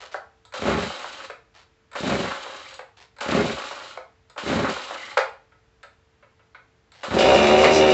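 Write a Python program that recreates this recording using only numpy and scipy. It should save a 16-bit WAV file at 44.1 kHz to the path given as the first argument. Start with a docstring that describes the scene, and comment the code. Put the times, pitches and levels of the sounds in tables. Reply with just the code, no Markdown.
"""Chainsaw starting in a garage

One microphone, a couple of metres from a two-stroke saw. Four pulls only crank it: the pawls catch,
the piston chuffs, the cord whirrs back and its grip knocks on the plastic housing. After a few clicks
at the controls the fifth pull fires, and the engine runs up to a fast, rough idle with the chain
rattling round. Faint outdoor air and a far hum come through the open door."""
import sys
import numpy as np
from scipy import signal
from scipy.fft import rfft, irfft
from scipy.io import wavfile
from scipy.ndimage import map_coordinates

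SR = 44100
rng = np.random.default_rng(int(sys.argv[2]) if len(sys.argv) > 2 else 0)


def pcm_store(signal):
    """Save signal as 16-bit PCM."""
    levels = np.round(np.clip(np.atleast_2d(signal), -1, 1) * 32767)
    wavfile.write(sys.argv[1], SR, levels.astype(np.int16).T)


N = 349713
TIME = np.arange(N) / SR
CLUTCH_S = 7.183  # the clutch bites and jerks the chain into motion

# Pulls of the cord. Each row: pawl catch, first compression and end of stroke in seconds,
# strength in dB, offset of the stroke's closing knocks in dB.
PULLS = [(.539, .622, .860, -.5, .5), (1.954, 2.033, 2.279, .7, -1.5), (3.208, 3.289, 3.528, 1.5, 0),
         (4.379, 4.463, 4.724, .3, 2), (7.034, 7.110, 7.350, .3, 0)]
# Crank speed in a model pull, stretched to each stroke.
# Each row: seconds after the first compression, turns per second.
SPIN = [(-.08, 26.5), (-.01, 12.5), (0, 27), (.04, 36), (.085, 38), (.13, 27), (.2, 17), (.24, 4)]
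# The grip lands after each rewind. Each row: time in seconds, level in dB, crack offset in dB,
# rattle decay in seconds.
LANDINGS = [(1.299, -21.5, -9, 0.0035), (2.791, -26.5, -6.5, 0.0087), (3.973, -24, -11, 0.0065),
            (5.17, -11.5, 3, 0.024), (7.637, -7.5, 3, 0.0038)]
# Ringing of the plastic housing. Each row: frequency in Hz, width in Hz, level in dB.
HOUSING = [(520, 110, 3), (775, 110, 0), (1000, 130, -4), (1184, 100, -1), (1421, 120, -1)]
# Spectrum of hard parts tapping. Each row: frequency in Hz, level in dB.
TICK = [(300, -30), (550, -6), (900, 0), (1400, -5.5), (2200, 1.5), (4000, -13), (8000, -33)]


def from_db(db):
    """Decibels to gain."""
    return 10 ** (np.asarray(db) / 20)


def rms_one(x):
    """Scale to unit power."""
    return x / np.sqrt(np.mean(x ** 2) + 1e-20)


def at_hz(points, hz):
    """Read a table on a log-frequency axis."""
    frequencies, values = np.transpose(points)
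    return np.interp(np.log(hz), np.log(frequencies), values)


def gate(start, end, attack_s, release_s):
    """Rises from the start, holds, and falls after the end."""
    return np.clip((TIME - start) / attack_s, 0, 1) * np.clip(1 - (TIME - end) / release_s, 0, 1)


def gains(rows):
    """Gain curves of a table's dB columns, closing quickly outside its span."""
    s, *columns = np.transpose(rows)
    span = np.interp(TIME, [s[0] - .004, s[0], s[-1], s[-1] + .005], [0, 1, 1, 0])
    return [span * from_db(np.interp(TIME, s, db)) for db in columns]


def drift(per_s):
    """Smooth random wander of unit power."""
    coarse = TIME[::20]
    knots = rng.standard_normal(N // 20)
    curve = map_coordinates(knots, [coarse * per_s], order=3, mode="wrap")
    return rms_one(np.interp(TIME, coarse, curve))


def colour(x, spectrum):
    """Causal filter with this spectrum and steep skirts; white noise keeps its power."""
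    size = 8192
    hz = np.maximum(np.fft.rfftfreq(size, 1 / SR), 1)
    octaves_outside = np.abs(np.log2(hz / np.clip(hz, spectrum[0][0], spectrum[-1][0])))
    gain = rms_one(from_db(at_hz(spectrum, hz) - np.minimum(36 * octaves_outside, 60)))
    cepstrum = irfft(np.log(gain))[:size // 2]
    cepstrum[0] /= 2
    minimum_phase = irfft(np.exp(rfft(2 * cepstrum, size)))
    return signal.oaconvolve(x, minimum_phase)[:N]


def resonate(x, modes):
    """Parallel resonances of alternating sign; white noise keeps its power."""
    out, power = 0, 0
    for k, (hz, width, db) in enumerate(modes):
        radius = np.exp(-np.pi * width / SR)
        feed = (1 - radius ** 2) / 2
        feedback = [1, -2 * radius * np.cos(2 * np.pi * hz / SR), radius ** 2]
        out += (-1) ** k * from_db(db) * signal.lfilter([feed, 0, -feed], feedback, x + 1e-18)
        power += from_db(db) ** 2 * feed
    return out / np.sqrt(power)


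def impulses(times, sizes):
    """One click at each time."""
    samples = np.clip(np.asarray(times) * SR, 0, N - 1).astype(int)
    return np.bincount(samples, sizes * np.ones(len(times)), N)


def fading(hits, decay_s):
    """Each hit starts an exponential fall."""
    return signal.lfilter([1], [1, -np.exp(-1 / (decay_s * SR))], hits + 1e-18)


def grains(per_s, spread_db):
    """Dense small contacts of uneven size; unit power."""
    sizes = from_db(spread_db * np.minimum(rng.exponential(1, N), 4)) * rng.choice([-1, 1], N)
    return rms_one(sizes * (rng.random(N) < per_s / SR))


def turns(times, speed):
    """Moments at which the crank begins a turn, from the first time on."""
    angle = np.cumsum(speed) / SR
    return np.interp(np.arange(np.ceil(angle[-1])), angle, times)


def puffs(times, per_s, uneven_db, gas_db, decay_s):
    """A pressure pulse and a dying gush of gas at each port opening; about unit power."""
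    sizes = from_db(uneven_db * rng.standard_normal(len(times))) * np.sqrt(SR / per_s)
    pulses = impulses(times, sizes)
    gush = fading(pulses, decay_s) * rng.standard_normal(N) * np.sqrt(2 / (decay_s * SR))
    return (from_db(gas_db) * gush - pulses) / np.hypot(1, from_db(gas_db))


def pull_level(power):
    """Gain of a sound that follows a power of the crank's speed through every pull."""
    s, speed = np.transpose(SPIN)
    follows = (speed / speed.max()) ** power
    corners = []
    for catch, first, end, db, _ in PULLS:
        stroke = first + s[1:] / s[-1] * (end - first)
        times = np.r_[catch - .004, catch, stroke, end + .033]  # the crank rests just after the stroke
        corners.append([times, from_db(db) * np.r_[0, follows, 0]])
    return np.interp(TIME, *np.hstack(corners))


def background():
    """Faint outdoor air and a distant machine's hum come through the open door."""
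    # Spectrum of the air and tones of the hum. Each row: frequency in Hz, level in dB.
    air = [(25, -37), (35, -18.5), (52, -6.5), (105, -5.5), (147, -14), (290, -17.5), (361, -17.5),
           (449, -21), (1700, -23), (7490, -37.5), (8250, -60), (10700, -66.5)]
    tones = [(118.4, -76.5), (446.8, -71.5)]
    hum = 0
    for hz, db in tones:
        hum += from_db(db + drift(4.7)) * np.sqrt(2) * np.sin(2 * np.pi * hz * TIME + .3 * drift(8))
    return from_db(-63) * colour(rng.standard_normal(N), air) + hum


def handling():
    """Skin and cloth slide over the handles."""
    # Slides of hand or sleeve. Each row: start and end in seconds, level in dB.
    slides = [(0, 0.055, -33.5), (0.112, .14, -33), (1.539, 1.601, -40), (2.966, 3.026, -39),
              (6.933, 7.03, -41.5)]
    # Spectrum of their friction. Each row: frequency in Hz, level in dB.
    rustle = [(210, -53), (350, -13), (586, -7), (838, -5), (1050, -7.5), (2410, -9), (4370, -12),
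              (7420, -22.5), (8250, -32.5), (10700, -64), (18200, -120)]
    level = sum(from_db(db) * gate(start, end, .0065, .052) for start, end, db in slides)
    return from_db(-11.5) * colour(level * grains(per_s=910, spread_db=-6.5), rustle)


def knocks():
    """Hands, pawls, piston, reel and grip jolt the housing: a bright crack, then a ringing buzz."""
    # Stray knocks. Each row: time in seconds, level in dB, crack offset in dB, rattle decay in seconds.
    strays = [(.024, -34.5, -24, 0.014), (.1435, -16, -32, 0.004), (.149, -24, -26, 0.0011),
              (4.361, -33, -18, 0.016), (7.646, -13, -6, 0.02)]
    # A knock at the piston's last compression, then two reel knocks as the cord slackens.
    # The same columns, timed from the end of the stroke.
    closing_knocks = [(-.032, -21, -6.5, 0.0061), (0.041, -24.5, -17.5, .007), (.183, -23.5, -18.5, .007)]
    # The pawls catch. 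One such row without the time.
    pawl_knock = (-29, -4.5, 0.031)
    # Spectra of the buzzing contact and of the crack. Each row: frequency in Hz, level in dB.
    clack_spectrum = [(330, -30), (440, 1), (560, 4), (700, 0), (900, 0), (1450, 0), (1750, -10),
                      (2300, -18)]
    crack_spectrum = [(900, -17.5), (1250, 0), (1500, 0.5), (1750, 0.5), (2150, 4), (2700, -4),
                      (3400, -9.5), (4500, -10), (6000, -22), (7500, -19), (8200, -42)]
    blows = list(strays) + list(LANDINGS)
    for catch, _, end, _, closing_db in PULLS:
        blows.append((catch, *pawl_knock))
        blows += [(end + after, db + closing_db, *rest) for after, db, *rest in closing_knocks]
    s, db, crack_db, rattle_s = np.transpose(blows)
    contact = np.zeros(N)
    for start, gain, decay_s in zip((s * SR).astype(int), from_db(db), rattle_s):
        t = TIME[:min(SR // 8, N - start)]
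        contact[start:start + len(t)] += gain * np.exp(-t / decay_s)
    force = impulses(s, from_db(db + 5.5)) + from_db(-3.5) * contact * rng.standard_normal(N)
    ring = signal.sosfilt(signal.butter(4, 420, "high", fs=SR, output="sos"), resonate(force, HOUSING))
    clack = colour(contact * rng.standard_normal(N), clack_spectrum)
    crack_level = fading(impulses(s, from_db(db + crack_db)), decay_s=.013)
    crack = colour(crack_level * grains(per_s=8600, spread_db=13.5), crack_spectrum)
    return from_db(-1) * ring + from_db(-3) * clack + from_db(-5.5) * crack


def clicks():
    """Small hard parts snap into place and ring briefly, the housing faintly with them."""
    # Pawls, switch and choke. Each row: time in seconds, level in dB, snap offset in dB.
    events = [(0.451, -47, 5), (0.523, -35.5, -7), (1.248, -56, 1), (1.548, -53, -11), (1.915, -40.5, -4),
              (1.931, -33.5, -6.5), (2.741, -50, 16), (3.165, -42, -8), (3.185, -36, -6), (4.298, -44, 2.5),
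              (5.519, -47, -30), (5.83, -33, -7.5), (6.226, -44, -30), (6.394, -49, -28), (6.547, -35, -36),
              (6.919, -45.5, 1.5)]
    # Ringing of the small levers. Each row: frequency in Hz, width in Hz, level in dB.
    levers = [(1292, 240, 9.5), (1742, 200, -8), (3930, 530, -10)]
    # Spectrum of the snap. Each row: frequency in Hz, level in dB.
    snap_spectrum = [(1500, -30), (4000, 5), (6000, -12.5), (7600, -3)]
    s, db, snap_db = np.transpose(events)
    tick = colour(fading(impulses(s, from_db(db)), decay_s=.014) * rng.standard_normal(N), TICK)
    snap = fading(impulses(s, from_db(db + snap_db)), decay_s=.0066) * rng.standard_normal(N)
    ring = from_db(-14) * resonate(tick, HOUSING) + from_db(-15.5) * resonate(tick, levers)
    return from_db(-12) * tick + ring + from_db(-5.5) * colour(snap, snap_spectrum)


def rewind_level():
    """Gain of the spring winding the cord back, ever more slowly, braking just before the grip lands."""
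    overlap_s, brake_s, run_on_s, fade_db_per_s = .085, .044, .025, 22.5
    level = 0
    for (_, _, end, *_), (lands, *_) in zip(PULLS, LANDINGS):
        winding = gate(end - overlap_s, lands - brake_s, attack_s=.0097, release_s=brake_s + run_on_s)
        level += winding * from_db(-fade_db_per_s * np.maximum(TIME - end, 0))
    return level


def recoil():
    """The cord rubs through its eyelet while the reel chatters in the housing and its spring whirrs."""
    # Spectra of the chattering reel and the rubbing cord. Each row: frequency in Hz, level in dB.
    chatter_spectrum = [(120, -47), (200, -16), (291, -7.5), (477, -11.5), (537, 4.5), (658, -8),
                        (870, -1.5), (979, -8), (1080, 1), (1440, -1.5), (1640, -4.5), (2100, -8.5),
                        (2600, -13), (3380, -56.5), (5720, -120)]
    cord_spectrum = [(1290, -29.5), (2200, -4.5), (2900, 0), (3330, -7), (3800, -1), (5820, -12),
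                     (7350, -10.5), (7810, -16.5), (8250, -27.5), (10700, -63), (18200, -120)]
    # Ringing of the reel and its spring. Each row: frequency in Hz, width in Hz, level in dB.
    reel_modes = [(3130, 220, 0), (3950, 300, -5)]
    rewind = rewind_level()
    reel_level = from_db(-28) * pull_level(power=1.49) + from_db(-35.5) * rewind
    cord_level = np.hypot(from_db(-36) * pull_level(power=.83), from_db(-39.5) * rewind)
    contacts = grains(per_s=980, spread_db=-1) * from_db(1.6 * drift(70) + 2.3 * drift(16))
    chatter = colour(reel_level * contacts, chatter_spectrum)
    friction = grains(per_s=4400, spread_db=1) * from_db(2.1 * drift(90))
    rub = colour(cord_level * friction, cord_spectrum)
    spring_level = np.minimum(cord_level, from_db(-40))
    whirr = resonate(spring_level * grains(per_s=600, spread_db=2), reel_modes)
    return from_db(-1) * chatter + from_db(.5) * rub + from_db(-5) * whirr


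def cranking():
    """The unfired piston chuffs and clacks once a turn, draws air in between and rebounds at the end."""
    # Spectrum of the pumped air. Each row: frequency in Hz, level in dB.
    chuff_spectrum = [(40, -40), (62, -7.5), (90, -5), (130, -4.5), (180, -2), (230, 3.5), (300, -6),
                      (370, 0), (480, -8), (560, -3.5), (800, -14.5), (1000, -17.5)]
    t = TIME[:int(SPIN[-1][0] * SR)]
    speed = np.interp(t, *np.transpose(SPIN))
    stroke_fractions = np.append(turns(t, speed) / t[-1], 1)  # the last is the rebound
    _, first, end, *_ = np.transpose(PULLS)
    times = (first[:, None] + np.outer(end - first, stroke_fractions)).ravel()
    exhaust = puffs(times, per_s=38, uneven_db=1.26, gas_db=4, decay_s=.029)
    intake = from_db(-5.5) * puffs(times + .0115, per_s=29.5, uneven_db=-.5, gas_db=7.5, decay_s=.027)
    # a soft gulp of air ahead of the first compression
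    gulp = from_db(-8) * puffs(first - .027, per_s=30, uneven_db=-.5, gas_db=-4.5, decay_s=.025)
    pulling = sum(gate(a, b, attack_s=.004, release_s=.02) for a, b in zip(first, end))
    flow = from_db(-10) * rng.standard_normal(N) * pulling
    level = from_db(-28.5) * pull_level(power=.55) * (TIME < CLUTCH_S)
    chuff = colour(level * (exhaust + intake + gulp + flow), chuff_spectrum)
    clack = colour(level * exhaust, TICK)
    return from_db(2.5) * chuff + from_db(-8.5) * clack


def squeak():
    """The dry reel sticks and slips on its axle as the cord winds in: a scratchy, unsteady tone."""
    # Squeaks. Each row: start and end in seconds, pitch in Hz, level in dB.
    squeaks = [(2.638, 2.665, 2100, -47), (4.975, 5.091, 2073, -39.5)]
    out = 0
    for start, end, hz, db in squeaks:
        pitch = hz * (1 + .062 * drift(500))
        tone = np.sin(2 * np.pi * np.cumsum(pitch) / SR)
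        out += from_db(db) * gate(start, end, attack_s=.019, release_s=.066) * tone
    return out * from_db(5.4 * drift(150))


def exhaust_note(firings):
    """Pressure pulses ring the muffler; the exhaust's tone shifts as the engine speeds up."""
    # Resonances of the muffler. Each row: frequency in Hz, width in Hz, level in dB.
    modes = [(73, 7.2, -20), (150, 15, -18.5), (218.6, 12, -8), (307, 13, -7), (373.4, 17.6, 2.5),
             (436, 15, -8), (538, 31, -1.5), (606.5, 39, 6.5), (758, 25, 2.5), (809, 6.7, 2), (969, 25, -3),
             (1177, 36, -10)]
    # Their level over time. Each row: time in seconds, deep modes in dB, high modes in dB.
    mode_levels = [(7.14, -12.5, -8), (7.3, -0.5, 1.5), (7.62, -4.5, -2.5), (7.8, 2.5, 0.5),
                   (7.93, -5, -8.5)]
    split_hz = 410
    # the port opens gradually, so the pressure pulse has no treble
    pressure = signal.sosfilt(signal.butter(6, 1250, fs=SR, output="sos"), firings)
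    deep_level, high_level = gains(mode_levels)
    deep = resonate(deep_level * pressure, [mode for mode in modes if mode[0] < split_hz])
    high = resonate(high_level * pressure, [mode for mode in modes if mode[0] >= split_hz])
    return from_db(-6) * (deep + high)


def metal_rattle(times, rate):
    """The clutch's jerk rings the guide bar; from then on firings shake muffler shell and chain."""
    # Spectra of the rasping shell and the chain. Each row: frequency in Hz, level in dB.
    rasp_spectrum = [(650, -22.5), (1100, -4.5), (1400, 1), (1900, -8), (2400, 2.5), (2560, -2.5),
                     (2850, 4.5), (3050, -9), (3260, -9), (3920, -3), (4210, -13.5), (4700, -25),
                     (6110, -47), (10300, -120)]
    chain_spectrum = [(2530, -20), (4300, 2.5), (5090, 5), (5420, 2), (5880, 4.5), (6620, -4), (7460, -0.5),
                      (7940, -14.5), (8250, -5.5), (10700, -60), (18200, -120)]
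    # Ringing of the guide bar. Each row: frequency in Hz, width in Hz, level in dB.
    bar_modes = [(2840, 230, 7.5), (3680, 200, -7), (4850, 140, 0.5)]
    driven = TIME >= CLUTCH_S
    jerk = fading(impulses([CLUTCH_S], .84), decay_s=.066)
    rasp_level = from_db(-25) * driven + from_db(-44) * jerk
    chain_level = from_db(-41.5) * driven + from_db(-46) * jerk
    rasp = rasp_level * puffs(times, rate, uneven_db=1.5, gas_db=7, decay_s=.006)
    chain = chain_level * puffs(times, rate, uneven_db=6.5, gas_db=13, decay_s=.019)
    bar = from_db(-21) * resonate(jerk * rng.standard_normal(N), bar_modes)
    return colour(rasp, rasp_spectrum) + colour(chain, chain_spectrum) + bar


def engine():
    """One firing a turn rings the muffler, barks unevenly into the garage and rattles the metal."""
    # The engine catches, then runs. Each row: time in seconds, firings per second.
    run_up = [(7.14, 36.8), (7.166, 39.2), (7.191, 51)]
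    running = [(7.22, 61.3), (7.298, 67.3), (7.386, 72.4), (7.414, 73.0), (7.454, 72.9), (7.508, 74.4),
               (7.666, 76.4), (7.744, 78.7), (7.888, 75.8), (7.92, 75.7)]
    # Spectrum of the exhaust's bark. Each row: frequency in Hz, level in dB.
    bark_spectrum = [(50, -25.5), (70, -19), (110, -14.5), (200, -15), (300, -6), (420, -5.5), (560, -4),
                     (700, -11), (850, -16.5), (1100, -16.5), (1500, -24), (2100, -20.5)]
    attack_s, ease_db_per_s = .054, 1
    s, per_s = np.transpose(run_up + running)
    age = TIME - s[0]
    speed = np.interp(TIME, s, per_s) * (1 + .005 * drift(30))
    times = turns(TIME[age >= 0], speed[age >= 0])
    rate = np.interp(times, s, per_s)
    level = from_db(-11.5 - ease_db_per_s * age) * np.clip(.5 + age / attack_s, 0, 1)
    note = exhaust_note(level * puffs(times, rate, uneven_db=.8, gas_db=-22, decay_s=.004))
    gas = puffs(times, rate, uneven_db=1.5, gas_db=0, decay_s=.004)
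    bark = from_db(-7.5) * colour(level * gas, bark_spectrum)
    rattle = metal_rattle(times, rate)
    return garage(bark, wet_db=2) + garage(rattle, wet_db=-1) - note


def garage(x, wet_db):
    """Direct sound and a diffuse tail that dies band by band."""
    # Reverberation of the garage. Each row: frequency in Hz, seconds to fall by 60 dB.
    decay_times = [(100, .25), (500, .31), (1200, .34), (3000, .32), (8000, .28)]
    t = TIME[:SR * 3 // 4]
    onset = np.clip(t / .004 - 1, 0, 1)
    edges_hz = np.geomspace(45, 11500, 9)
    tail = 0
    for low, high in zip(edges_hz, edges_hz[1:]):
        bandpass = signal.butter(2, [low, high], "band", fs=SR, output="sos")
        band = signal.sosfilt(bandpass, rng.standard_normal(len(t)))
        fall = from_db(-60 * t / at_hz(decay_times, np.sqrt(low * high))) * onset
        tail += band * fall / np.linalg.norm(fall)
    return (x + from_db(wet_db) * signal.oaconvolve(x, tail)[:N]) / np.hypot(1, from_db(wet_db))


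def scene():
    """The saw in mono, a couple of metres away in the garage."""
    starter = garage(cranking(), wet_db=-9) + garage(recoil() + squeak() + handling(), wet_db=-6)
    contacts = garage(knocks() + clicks(), wet_db=-2)
    return (starter + contacts + engine() + background())[None]


def record(dry):
    """The recorder rounds the peaks and cuts the treble above 8 kHz."""
    lowpass = signal.ellip(10, .2, 90, 8000, fs=SR, output="sos")
    return signal.sosfilt(lowpass, 1.5 * np.tanh(dry / 1.5))


dry = scene()
out = record(dry)
pcm_store(out)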